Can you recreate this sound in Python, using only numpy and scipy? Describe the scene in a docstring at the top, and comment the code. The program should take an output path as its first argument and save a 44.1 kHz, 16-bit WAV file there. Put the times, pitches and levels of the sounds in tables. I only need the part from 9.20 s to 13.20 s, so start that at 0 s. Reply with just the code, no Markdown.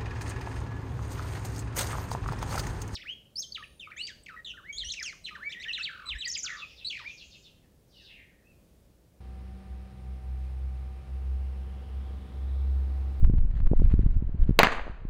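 """A deep, wavering drone, probably an engine beyond the walls, fills a quiet workroom.
It slowly gathers speed, swelling and fading, while its booming rush grows.
In the room, equipment hums and buzzes on the mains, with fan tones, soft hiss and a faint high whine.
The hiss swells once, briefly; then a thin band of the rush glides upward."""
import sys
import numpy as np
from scipy import signal
from scipy.fft import rfft, irfft
from scipy.io import wavfile

SR = 44100
rng = np.random.default_rng(int(sys.argv[2]) if len(sys.argv) > 2 else 0)


def digitize_waveform(pressure):
    """Quantize a signal to 16-bit integers and store it at the path in sys.argv[1].

    Rows of a 2-D input are taken as channels; values are limited to [-1, 1].
    """
    field = np.atleast_2d(pressure).T
    bounded = np.clip(field, -1, 1)
    quanta = np.round(bounded * 32767).astype(np.int16)
    wavfile.write(sys.argv[1], SR, quanta)


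N = 176400
T = np.arange(N) / SR
HZ = np.maximum(np.arange(N // 2 + 1) * SR / N, 1)


def from_db(db):
    """Decibels to gain."""
    return 10 ** (np.asarray(db) / 20)


def unit_rms(x):
    """Scale to unit rms."""
    return x / np.sqrt(np.mean(x ** 2) + 1e-30)


def automation(rows):
    """One curve for each column that follows a table's times."""
    times, *columns = np.transpose(rows)
    return [np.interp(T, times, column) for column in columns]


def equalise(x, curve):
    """Shape a signal with an EQ curve of (frequency [Hz], gain [dB])."""
    hz, db = np.transpose(curve)
    gain = from_db(np.interp(np.log(HZ), np.log(hz), db))
    return irfft(rfft(x) * gain, N)


def noise(gain):
    """Unit noise with the given gain at each frequency."""
    return unit_rms(irfft(rfft(rng.standard_normal(N)) * gain, N))


def drift(rate_hz):
    """Smooth random modulation of spread 1."""
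    return noise(1 / (1 + (HZ / rate_hz) ** 2))


def resonance(centre, width):
    """Unit noise ringing in one resonance."""
    return noise(1 / np.hypot(1, (HZ - centre ** 2 / HZ) / width))


def tone(hz, db):
    """A sine that follows a pitch and an rms level."""
    turns = np.cumsum(hz * np.ones(N)) / SR + rng.random()
    return np.sqrt(2) * from_db(db) * np.sin(2 * np.pi * turns)


# The drone's slow climb: (time [s], pitch [Hz])
DRONE_CLIMB = [(0, 63.24), (1, 64.2), (2, 65.5), (3, 66.83), (3.5, 66.75), (4, 67.2)]
# Swells and dips of its fundamental: (time [s], level [dB])
DRONE_ENVELOPE = [(0.0, -46), (0.09, -40), (0.37, -43), (0.43, -55), (0.51, -37), (0.59, -39), (0.73, -51),
                  (0.81, -43.5), (0.92, -35), (1.01, -42), (1.1, -33), (1.35, -34.5), (1.46, -31),
                  (1.79, -39), (1.84, -47), (1.94, -32.5), (2.02, -34), (2.1, -28.5), (2.67, -40),
                  (2.76, -31.5), (2.9, -38.5), (2.94, -35), (3.13, -49), (3.15, -36), (3.27, -30.5),
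                  (3.53, -25.5), (3.97, -30.5), (4.0, -32)]
# Its shifting overtone mix: (time [s], level [dB] of each of harmonics 2, 3, 4, 5, 7)
OVERTONE_MIX = [(0, -61.5, -58, -70, -91, -95), (.45, -81, -52.5, -74, -82, -79),
                (.75, -52, -54, -79, -87, -75), (1.6, -53, -67, -79, -90, -84),
                (2.3, -58, -57.5, -85, -87, -66), (3.0, -60.5, -58, -62.5, -85, -70),
                (3.45, -58.5, -56.5, -63, -62.5, -63), (4, -56.5, -62.5, -77.5, -64, -86)]

def drone():
    """A heavy fundamental and weak overtones rise together as the drone gathers speed."""
    hz, = automation(DRONE_CLIMB)
    db, = automation(DRONE_ENVELOPE)
    hz = hz * (1 + 0.0042 * drift(rate_hz=6))
    out = tone(hz, db + .6 * drift(rate_hz=10))
    for harmonic, level in zip((2, 3, 4, 5, 7), automation(OVERTONE_MIX)):
        out += tone(harmonic * hz, level + 1.5 * drift(rate_hz=4.1))
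    return out


# The build of the rush: (time [s], level [dB])
RUSH_BUILD = [(0, -58.5), (1, -58.5), (2, -54.5), (3, -50.5), (3.5, -51), (4, -48.5)]
# Its dark colour: (frequency [Hz], relative gain [dB])
RUSH_EQ = [(25, -13), (40, -3), (55, 4), (75, -3.5), (110, -8), (150, -11), (230, -12.5), (450, -18.5),
           (700, -20.5), (1000, -23), (1300, -24.5), (1550, -30), (2200, -32.5), (5000, -42.5),
           (9000, -65.5)]
# Its booming resonances: (centre [Hz], width [Hz], level relative to the body [dB])
RUSH_BOOMS = [(90.8, 6.2, -1), (178.5, 7.4, -18), (211, 5.1, -12.5), (441, 22, -17)]

def rush():
    """Dull noise grows with the drone and booms in narrow resonances."""
    db, = automation(RUSH_BUILD)
    body = unit_rms(equalise(rng.standard_normal(N), RUSH_EQ))
    booms = sum(from_db(level) * resonance(hz, width) for hz, width, level in RUSH_BOOMS)
    return from_db(db) * (body + booms)


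MAINS_HZ = 60.02
# The hum's partials: (multiple of the mains frequency)
HUM_HARMONICS = (2, 6, 8, 10, 14, 16, 20, 26, 29, 30, 34)
# Their balance, in the same order: (level [dB])
HUM_MIX = [-67.5, -66.5, -73.5, -77.5, -83, -80, -75.5, -81, -83.5, -84, -83.5]
# The casing's ring: (frequency [Hz], relative level [dB], time to fall 60 dB [s])
CASING_MODES = [(2150, -11, 0.0044), (3930, -0.5, 0.0039), (6150, -5.5, .0015)]

def mains():
    """A steady hum, and a buzz of sharp ticks that ring a casing on every half cycle."""
    hum = sum(tone(k * MAINS_HZ, db + .7 * drift(rate_hz=2.8)) for k, db in zip(HUM_HARMONICS, HUM_MIX))
    since_tick = T % (1 / (2 * MAINS_HZ))
    ticks = sum(from_db(db - 60 * since_tick / t60) * np.sin(2 * np.pi * hz * since_tick)
                for hz, db, t60 in CASING_MODES)
    buzz_db = -80 + 1.7 * drift(rate_hz=30)
    return hum + from_db(buzz_db) * unit_rms(ticks)


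# The fan's two notes: (pitch [Hz], level [dB])
FAN_TONES = [(511.2, -73), (761.9, -65)]
# The bed of air and hiss: (frequency [Hz], noise density [dB per Hz])
AIR_EQ = [(25, -91.5), (95, -72), (170, -82.5), (300, -91), (700, -95), (1100, -100.5), (2300, -101.5),
          (3500, -107), (4400, -110.5), (5300, -110), (6000, -116), (7500, -118), (10500, -120),
          (15500, -121)]

def fan():
    """Two tones waver with the fan's speed, over airy hiss that throbs lightly with the mains."""
    speed = 1 + 0.0011 * drift(rate_hz=2.14)
    tones = sum(tone(hz * speed, db + 1.42 * drift(rate_hz=8.2)) for hz, db in FAN_TONES)
    white = rng.standard_normal(N) * np.sqrt(SR / 2)  # unit power per Hz
    throb = 1 + 0.049 * np.sin(2 * np.pi * 2 * MAINS_HZ * T)
    return tones + equalise(white * throb, AIR_EQ)


# The whine's slow wander: (time [s], pitch [Hz])
WHINE_WANDER = [(0, 9600), (2.1, 9565), (2.4, 9650), (3.2, 9645), (4, 9603)]
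# The sheen around it: (centre [Hz], width [Hz], level [dB])
WHISTLE_BANDS = [(5340, 79, -94.5), (8350, 140, -88.5), (9350, 77, -88), (11620, 120, -90.5)]

def whine(level_db=-85, jitter_hz=27.4):
    """A power supply's jittery high tone among fainter, broader whistles."""
    hz, = automation(WHINE_WANDER)
    core = tone(hz + jitter_hz * drift(rate_hz=60), level_db + 2.1 * drift(rate_hz=75))
    whistles = sum(from_db(db) * resonance(centre, width) for centre, width, db in WHISTLE_BANDS)
    return core + whistles


def hiss_swell(peak_s=1.26, half_width_s=0.073, peak_db=-70.5):
    """One short breath of hiss fades in and out."""
    envelope = np.exp(-((T - peak_s) / half_width_s) ** 2)
    return from_db(peak_db) * envelope * resonance(centre=2540, width=900)


# The riser in the rush: (time [s], centre [Hz], level [dB])
RISER_PATH = [(0, 2170, -99), (1.5, 2360, -76), (2.1, 2680, -75.5), (2.7, 3050, -71), (3.4, 3730, -71),
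              (4, 4380, -83)]

def rush_riser(width_oct=0.16):
    """A bright band of the rush glides upward, crossfading through semitone-wide strips of noise."""
    centre, db = automation(RISER_PATH)
    band = 0
    for hz in np.geomspace(1600, 6400, 25):
        strip = noise(np.abs(np.log2(HZ / hz)) < 1 / 24)
        band += strip * np.exp(-.5 * (np.log2(hz / centre) / width_oct) ** 2)
    return from_db(db) * unit_rms(band)


def scene():
    """The mono mix, heard from one spot above the bench."""
    return (drone() + rush() + mains() + fan() + whine() + hiss_swell() + rush_riser())[None]


def record(dry, fade_s=.006):
    """Trim the deepest rumble, fade both ends and cut the extreme top."""
    low_cut = signal.butter(2, 18, "high", fs=SR, output="sos")
    top_cut = signal.ellip(12, .1, 70, 15750, fs=SR, output="sos")
    trimmed = signal.sosfiltfilt(low_cut, dry, padtype="even", padlen=4000)
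    to_edge_s = np.minimum(T, T[::-1])
    fade = np.sin(np.pi / 2 * np.minimum(to_edge_s / fade_s, 1)) ** 2
    return signal.sosfilt(top_cut, fade * trimmed)


dry = scene()
out = record(dry)
digitize_waveform(out)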